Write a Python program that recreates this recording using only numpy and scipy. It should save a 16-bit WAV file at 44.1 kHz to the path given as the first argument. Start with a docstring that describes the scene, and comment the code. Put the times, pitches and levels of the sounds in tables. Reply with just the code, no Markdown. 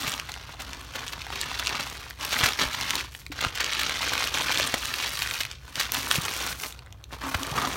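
"""A sandwich is unwrapped by hand on a table in a small room, close to the microphone, over hum and rumble.
First the paper drags under the roll; then each move of the hands rustles, as swarms of tiny buckles
and flipping facets. Bumps thud as damped swings, creases tick and crackle, panels pop and ring.
After 6.5 s the handling thins and grows faint; from about 7.2 s the paper is smoothed flat on the table.
Short reflections off table and paper and a longer, fainter tail from the walls, all slightly dulled, surround it."""
import sys
import numpy as np
from scipy import signal
from scipy.fft import rfft, irfft
from scipy.io import wavfile
from scipy.ndimage import uniform_filter1d

SR = 44100
rng = np.random.default_rng(int(sys.argv[2]) if len(sys.argv) > 2 else 0)


def store_wav(level_fs):
    """Save 16-bit WAV to argv[1]."""
    pcm = np.round(np.clip(np.atleast_2d(level_fs), -1, 1) * 32767)
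    wavfile.write(sys.argv[1], SR, pcm.T.astype(np.int16))


N = 342480
TIME = np.arange(N) / SR  # s
HALF_SECOND = TIME[:SR // 2]
CUTOFF_HZ = 15900  # top of the microphone's range

# spectrum of the quiet room: [f/Hz, relative level/dB per Hz]
ROOM_SPECTRUM = [(30, -11), (64, 2), (130, -4), (200, -20), (500, -25.5), (4000, -51), (16000, -45)]
ROOM_RMS_DB = -48  # before the microphone
HUM_HZ, HUM_RMS_DB = 60.5, -50

# moves of the hands that pull, lift or flatten the paper; wide panels add body, tight creases crispness:
# [start t/s, length t/s, level at the start/dB, swell over the length/dB, body/dB, crispness/dB]
HAND_MOVES = [(0.006, 0.14, -31, -3.5, 0, 4), (0.184, 0.34, -45, 2, 2, -1), (0.601, 0.44, -41.5, -7, 5, 0),
              (0.949, 0.38, -37, -7, 2.5, -1), (1.323, 0.47, -33.5, 1.5, -1.5, -4.5),
              (1.794, 0.32, -34, -11, -1.5, 1.5), (2.212, 0.26, -33, 8.5, -0.5, 0),
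              (2.591, 0.024, -27.5, 7, 0, 0), (2.723, 0.27, -33, 3.5, -2, -0.5),
              (3.124, 0.088, -50.5, 0.5, -4, 10), (3.346, 0.1, -43, 13.5, 1.5, -3.5),
              (3.558, 0.42, -30.5, 2.5, -4.5, -5), (4.012, 0.26, -28, 0, -2, -2.5),
              (4.348, 0.32, -28, 1, -0.5, 0), (4.709, 0.37, -33, 4, -4, 0.5),
              (5.129, 0.26, -31, -3, -6.5, 4.5), (5.444, 0.073, -41.5, 1, -4, -4),
              (5.614, 0.09, -55.5, 8.5, 2.5, 4), (5.757, 0.064, -34, 8, -4.5, 1),
              (5.942, 0.18, -27.5, -11.5, -0.5, 7), (6.116, 0.033, -29, 4, -1.5, 7),
              (6.23, .27, -33.5, 2, 0.5, 6), (6.596, 0.049, -41, 4, 3, 13.5),
              (6.75, 0.31, -57.5, -8, 14, -7), (7.132, 0.037, -42.5, -7, 8.5, 4.5),
              (7.225, 0.29, -39.5, 1, 8, 5.5), (7.557, 0.3, -32.5, -6, 8.5, 4)]
# a move takes hold quickly and lets go more slowly; the paper then settles faintly
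ATTACK_DB_PER_S, RELEASE_DB_PER_S = 470, 183.5
SETTLE_DB, SETTLE_DB_PER_S = -24, 39

# the paper's voice: [f/Hz, relative level/dB per Hz]
SHEET_SPECTRUM = [(50, -16), (135, 1.5), (240, -7.5), (420, -2.5), (760, -2.5), (1130, 2.9), (2000, -0.5),
                  (3200, 0.75), (4700, -1.5), (6000, -4), (7800, -12.5), (10500, -12.5), (15500, -17.5)]
# paper dragged over the table, first under the roll, at the end smoothed flat: [t/s, level/dB]
DRAG_LEVELS = [(.04, -37.5), (.19, -43), (.3, -88), (7.15, -89), (7.22, -38.5), (7.52, -43), (7.61, -27.5),
               (7.76, -43.5)]
# resonances that the dragging rings in: [f/Hz, width f/Hz, relative level/dB]
TABLE_MODES = [(266, 19, 7.5), (880, 360, -5.5), (1140, 140, -2)]
# dull contacts of hands, sandwich and loose flaps: [t/s, peak level/dB, f/Hz, t60 t/s]
DULL_BUMPS = [(.074, -34, 134, 0.08), (2.433, -20.5, 99, 0.049), (2.656, -28, 54, 0.074),
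              (3.301, -33.5, 289, 0.079), (3.463, -21.5, 80.5, 0.02), (4.599, -21, 596, 0.016),
              (4.741, -12.5, 654, 0.004), (6.183, -18.5, 158, 0.037), (7.35, -20, 76.4, 0.055),
              (7.516, -28.5, 135, 0.1)]
# creases giving way in a short crackle: [t/s, strength level/dB, centre f/Hz, crackle t60 t/s]
CREASE_SNAPS = [(0.078, -18, 2600, 0.018), (0.289, -23.5, 2010, 0.036), (0.597, -24, 2300, 0.057),
                (0.954, -20, 2840, 0.043), (1.132, -22.5, 2830, 0.019), (1.595, -17, 3030, 0.018),
                (2.249, -18.5, 5000, 0.022), (2.327, -13.5, 2760, .03), (2.389, -16, 3640, 0.018),
                (2.436, -8, 2440, 0.043), (2.459, -10.5, 2430, 0.02), (2.487, -14.5, 2560, 0.014),
                (2.746, -19, 2900, 0.022), (3.318, -23.5, 2630, 0.044), (3.408, -18.5, 3570, 0.029),
                (3.602, -13.5, 2550, 0.033), (3.792, -14.5, 3200, 0.028), (3.812, -16, 3020, 0.024),
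                (4.134, -14.5, 3160, 0.017), (4.598, -15, 2280, 0.0083), (4.741, -12, 1420, 0.011),
                (5.405, -13.5, 3260, 0.033), (5.797, -11.5, 3960, 0.037), (5.92, -14, 6060, 0.0037),
                (6.635, -20.5, 2520, 0.015), (7.344, -12.5, 1500, 0.03)]
# single panels popping through and ringing: [t/s, strength level/dB, f/Hz]
PANEL_POPS = [(0.119, -22.5, 3400), (0.1982, -22, 2800), (0.3185, -28.5, 4170), (0.34, -28.5, 3060),
              (0.621, -30.5, 6700), (0.7325, -26, 2880), (1.08, -27.5, 3400), (1.218, -27, 2630),
              (1.267, -28, 837), (1.3032, -25, 860), (1.358, -26, 2700), (1.4137, -19, 4170),
              (1.671, -15, 2660), (1.6785, -23, 2850), (1.693, -21, 2600), (1.7527, -23, 2600),
              (1.807, -24, 2630), (2.108, -28.5, 1770), (2.522, -22, 1984), (2.534, -22.5, 3200),
              (2.5968, -19, 2170), (2.812, -20.5, 2870), (2.9067, -14.5, 3200), (2.955, -16.5, 4250),
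              (3.0084, -25, 2620), (3.1495, -29, 1880), (3.2646, -29, 2300), (3.4487, -14.5, 1450),
              (3.575, -21, 1910), (3.644, -17, 2960), (3.664, -23, 2900), (3.7263, -20.5, 2080),
              (3.8335, -18.5, 2580), (3.895, -20.5, 2250), (4.1785, -18, 2640), (4.2405, -18.5, 2600),
              (4.2733, -19.5, 2930), (4.5154, -19, 2320), (4.522, -17.5, 3140), (4.6746, -25, 1960),
              (4.9403, -20.5, 2670), (5.221, -17, 2880), (5.311, -21, 2330), (5.4338, -22, 2500),
              (5.4515, -21, 2240), (5.5137, -25.5, 3320), (5.6797, -33, 1000), (5.7565, -23.5, 3470),
              (5.811, -21, 2140), (6.1129, -14, 1420), (6.1127, -13.5, 3440), (6.156, -19, 2890),
              (6.7067, -34, 2770), (6.7247, -31.5, 3800), (6.7914, -36, 2790), (6.821, -47, 1350),
              (6.862, -48, 4000), (6.9255, -38, 3460), (7.0407, -35, 4020), (7.4325, -20.5, 3130)]
# narrow dips in the microphone's response: [f/Hz, width f/Hz, share taken out/dB]
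MICROPHONE_DIPS = [(5010, 270, -7.5), (10500, 880, -7)]


def from_db(db):
    """Decibels to gain."""
    return 10 ** (np.asarray(db) / 20)


def rms_one(x):
    """Scale to unit power."""
    return x / np.sqrt(np.mean(x ** 2) + 1e-20)


def energy_one(x):
    """Scale to unit energy."""
    return x / np.linalg.norm(x)


def drift(rate):
    """Smooth chance with about `rate` new values a second; rms 1."""
    knots = rng.standard_normal(N // 2)
    return rms_one(np.interp(TIME * rate, np.arange(len(knots)), knots))


def band(x, low_hz, high_hz):
    """Gentle causal band-pass."""
    edges = [low_hz, min(high_hz, CUTOFF_HZ)]
    return signal.sosfilt(signal.butter(1, edges, "band", fs=SR, output="sos"), x + 1e-18)


def below(x, hz):
    """The part of x under a frequency; x minus it is the part above."""
    return signal.sosfiltfilt(signal.butter(2, hz, fs=SR, output="sos"), x)


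def resonance(x, hz, width_hz, gain_db):
    """One damped resonance."""
    return from_db(gain_db) * band(x, hz - width_hz / 2, hz + width_hz / 2)


def coloured(x, spectrum, size=8192):
    """Minimum-phase filter of unit energy: clicks take on the spectrum and stay sharp."""
    hz, db = np.transpose(spectrum)
    bins = np.fft.rfftfreq(size, 1 / SR)
    log_gain = np.log(from_db(np.interp(np.log(bins + 1), np.log(hz), db)))
    # keeping only the causal half of the cepstrum gives minimum phase
    cepstrum = irfft(log_gain)[:size // 2]
    response = irfft(np.exp(rfft(2 * cepstrum, size)))
    return signal.fftconvolve(x, energy_one(response))[:N]


def fade(t60):
    """Half a second of exponential decay."""
    return from_db(-60 * HALF_SECOND / t60)


def dying_noise(t60):
    """A fading noise burst of unit energy."""
    return energy_one(rng.standard_normal(SR // 2) * fade(t60))


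def add(out, s, sound):
    """Mix a sound in at time s."""
    at = max(round(s * SR), 0)
    out[at:at + len(sound)] += sound[:len(out) - at]


def room_tone():
    """The quiet room: low rumble as shaped noise, with a mains hum as one sine."""
    hum = from_db(HUM_RMS_DB) * np.sqrt(2) * np.sin(2 * np.pi * HUM_HZ * TIME)
    rumble = coloured(rng.standard_normal(N), ROOM_SPECTRUM)
    return from_db(ROOM_RMS_DB) * rumble + hum


def handling():
    """Rustle level, body and crispness in dB; moves attack, swell and release, and overlaps add in power."""
    power, body, crisp = 1e-12, 0, 0
    for start, length, level_db, swell_db, body_db, crisp_db in HAND_MOVES:
        before = np.maximum(start - TIME, 0)
        after = np.maximum(TIME - start - length, 0)
        release_db = np.maximum(-RELEASE_DB_PER_S * after, SETTLE_DB - SETTLE_DB_PER_S * after)
        hold_db = level_db + swell_db * np.clip((TIME - start) / length, 0, 1)
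        move_db = hold_db - ATTACK_DB_PER_S * before + release_db
        move = from_db(np.maximum(move_db, -200)) ** 2
        # the louder move decides the tone
        power, body, crisp = power + move, body + move * body_db, crisp + move * crisp_db
    return 10 * np.log10(power), body / power, crisp / power


def buckles(effort_db, per_s, size_spread_db, clump_db, slide_db, size=1000):
    """Buckle avalanches over sliding friction, at even power; light handling leaves lone ticks."""
    clumps = from_db(clump_db * drift(150))
    rate = per_s * from_db(.5 * effort_db) * clumps
    sizes = from_db(size_spread_db * np.minimum(rng.exponential(1, N), 3.5))
    sizes = sizes * np.sign(rng.standard_normal(N))
    clicks = rms_one(sizes * (rng.random(N) < rate / SR))
    sliding = from_db(slide_db + 0.17 * effort_db) * clumps * rng.standard_normal(N)
    force = clicks + sliding
    power = uniform_filter1d(uniform_filter1d(force ** 2, size), size)
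    return force / np.sqrt(power + 1e-9)


def flip(hz, cycles):
    """A facet of paper turning inside out: a few swings that swell and die at once; unit energy."""
    phase = hz * TIME[:SR // 50]
    return energy_one(phase * np.sin(2 * np.pi * phase) * from_db(-60 * phase / cycles))


def facets(level_db, per_s, centre_hz, octaves, spread_db, cycles, overtone_db, busy_db, thinning):
    """Facets flip at random, each of two pitches; under light handling they are fewer and stand out more."""
    out, count = np.zeros(N), int(per_s * N / SR)
    share = from_db(thinning * np.minimum(level_db - busy_db, 0))
    for when, size, width, height, second, chance in rng.random((count, 6)):
        at = int(when * N)
        if chance < share[at]:
            hz = min(centre_hz * 2 ** (octaves * (width - height)), CUTOFF_HZ / 2)
            strength_db = level_db[at] - spread_db * np.log(size + 0.14)  # many small ones, few large
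            overtone = from_db(overtone_db) * flip(hz * 2 ** (.5 + second), cycles)
            swing = energy_one(flip(hz, cycles) + overtone)
            add(out, at / SR, from_db(strength_db) / np.sqrt(share[at]) * swing)
    return out


def grainy(x, spread_db, patchy_db):
    """Buckles shake a register of the sheet unevenly, and each fold favours other registers."""
    return x * rms_one(from_db(spread_db * drift(600) + patchy_db * drift(60)))


def rustle(level_db, body_db, crisp_db, body_hz, middle_hz, crisp_hz):
    """Buckles sound through the sheet and facets pop out of it; bass and treble shift as the folds move."""
    effort_db = level_db - np.median(level_db)
    force = buckles(effort_db, per_s=2000, size_spread_db=5, clump_db=3, slide_db=0.5)
    sheet = coloured(from_db(level_db - 1.42) * force, SHEET_SPECTRUM)
    sheet = sheet + facets(level_db + 13.5, per_s=190, centre_hz=2130, octaves=1.54, spread_db=6.5,
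                           cycles=5.6, overtone_db=-4, busy_db=-32, thinning=.6)
    body, to_middle, to_crisp = [below(sheet, hz) for hz in (body_hz, middle_hz, crisp_hz)]
    registers = [from_db(body_db) * body,
                 to_middle - body,
                 to_crisp - to_middle,
                 from_db(crisp_db) * (sheet - to_crisp)]
    return sum(grainy(register, spread_db=3.0, patchy_db=1.5) for register in registers)


def smoothing(rough_db):
    """Paper dragged over the table top: roughly flickering friction noise rings in a few resonances."""
    level_db = np.interp(TIME, *np.transpose(DRAG_LEVELS))
    friction = rng.standard_normal(N) * from_db(rough_db * drift(120))
    ringing = sum(resonance(friction, *mode) for mode in TABLE_MODES)
    return from_db(level_db) * rms_one(ringing)


def bumps(rise_s):
    """Soft contacts: damped sine swings with a rounded onset."""
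    out = np.zeros(N)
    for s, peak_db, hz, t60 in DULL_BUMPS:
        onset = 1 - np.exp(-HALF_SECOND / rise_s)
        swing = np.sin(2 * np.pi * hz * HALF_SECOND) * fade(t60) * onset
        add(out, s, from_db(peak_db) * swing / np.abs(swing).max())
    return out


def snaps(cycles, tick_db, crackle_per_s, sizzle_db, build_share):
    """A crease flips with a tick, sharper for small panels, and sets off a dying crackle in its neighbours."""
    out = np.zeros(N)
    for s, strength_db, hz, t60 in CREASE_SNAPS:
        tick = from_db(tick_db) * (hz / 3000) ** 3.9 * flip(13600, cycles)
        burst = dying_noise(t60) * (1 - np.exp(-HALF_SECOND / (build_share * t60)))
        main = band(band(burst, hz * 0.35, hz * 1.47), 320, 13100)
        sizzle = from_db(sizzle_db) * hz / 3000 * band(burst, 8400, 16400)
        # long crackles hold most of the energy
        snap = np.sqrt(crackle_per_s * t60) * energy_one(main + sizzle)
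        add(snap, 0, flip(hz, cycles) + tick)
        add(out, s, from_db(strength_db) * energy_one(snap))
    return out * np.sqrt(SR / 1000)  # strength is the level the snap would have if packed into a millisecond


def pops(cycles, overtone_ratio, overtone_db, tick_db, tick_hz, shiver_db, shiver_t60):
    """A panel pops through with a tick and rings in two modes; the sheet around it shivers briefly."""
    out = np.zeros(N)
    for s, strength_db, hz in PANEL_POPS:
        overtone_hz = hz * overtone_ratio * rng.uniform(.85, 1.15)
        overtone = from_db(overtone_db) * flip(overtone_hz, cycles)
        tick = from_db(tick_db) * hz / 3000 * flip(tick_hz, 2.6)
        panel = energy_one(flip(hz, cycles) + overtone + tick)
        pop = from_db(shiver_db) * energy_one(band(dying_noise(shiver_t60), hz / 2, hz * 2))
        add(pop, 0, panel)  # the panel joins the shiver
        add(out, s, from_db(strength_db) * pop)
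    return out * np.sqrt(SR / 1000)  # strength is the level the panel would have if packed into a millisecond


def room(x, near_t60, near_db, far_t60, far_db, wall_hz, shifts_per_s, count):
    """Table and paper reflections, then a longer, fainter wall tail, shifting as sound wanders over the sheet."""
    shares = np.array([drift(shifts_per_s) for _ in range(count)])
    out = x
    for share in shares / np.linalg.norm(shares, axis=0):
        echo = np.zeros(SR // 2)
        add(echo, .001, from_db(near_db) * dying_noise(near_t60))
        add(echo, .008, from_db(far_db) * dying_noise(far_t60))
        # one band slightly dulls reflections and tail alike
        out = out + signal.fftconvolve(share * x, band(echo, 88, wall_hz))[:N]
    return out


def scene():
    """Paper and bumps in the room; rustle, snaps and pops also wake the boxy ring of the table."""
    level_db, body_db, crisp_db = handling()
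    paper = rustle(level_db, body_db, crisp_db, body_hz=1310, middle_hz=2500, crisp_hz=7130)
    paper = paper + snaps(cycles=3.3, tick_db=-17.0, crackle_per_s=180, sizzle_db=-15, build_share=0.12)
    paper = paper + pops(cycles=6.3, overtone_ratio=1.63, overtone_db=-2.5, tick_db=-29, tick_hz=9700,
                         shiver_db=-4.5, shiver_t60=0.0085)
    boxy_ring = resonance(paper, hz=264.5, width_hz=35, gain_db=5.0)
    close = paper + boxy_ring + smoothing(rough_db=5.5) + bumps(rise_s=0.0015)
    heard = room(close, near_t60=0.031, near_db=-11.0, far_t60=0.19, far_db=-15.0, wall_hz=7040,
                 shifts_per_s=9, count=6)
    return (heard + room_tone())[None]


def record(dry):
    """The microphone drops the deepest bass and has two dips in the treble; the top is cut steeply."""
    heard = dry - sum(resonance(dry, *dip) for dip in MICROPHONE_DIPS)
    heard = signal.sosfilt(signal.butter(2, 36, "high", fs=SR, output="sos"), heard)
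    return signal.sosfilt(signal.ellip(10, .2, 70, CUTOFF_HZ, fs=SR, output="sos"), heard)


dry = scene()
out = record(dry)
store_wav(out)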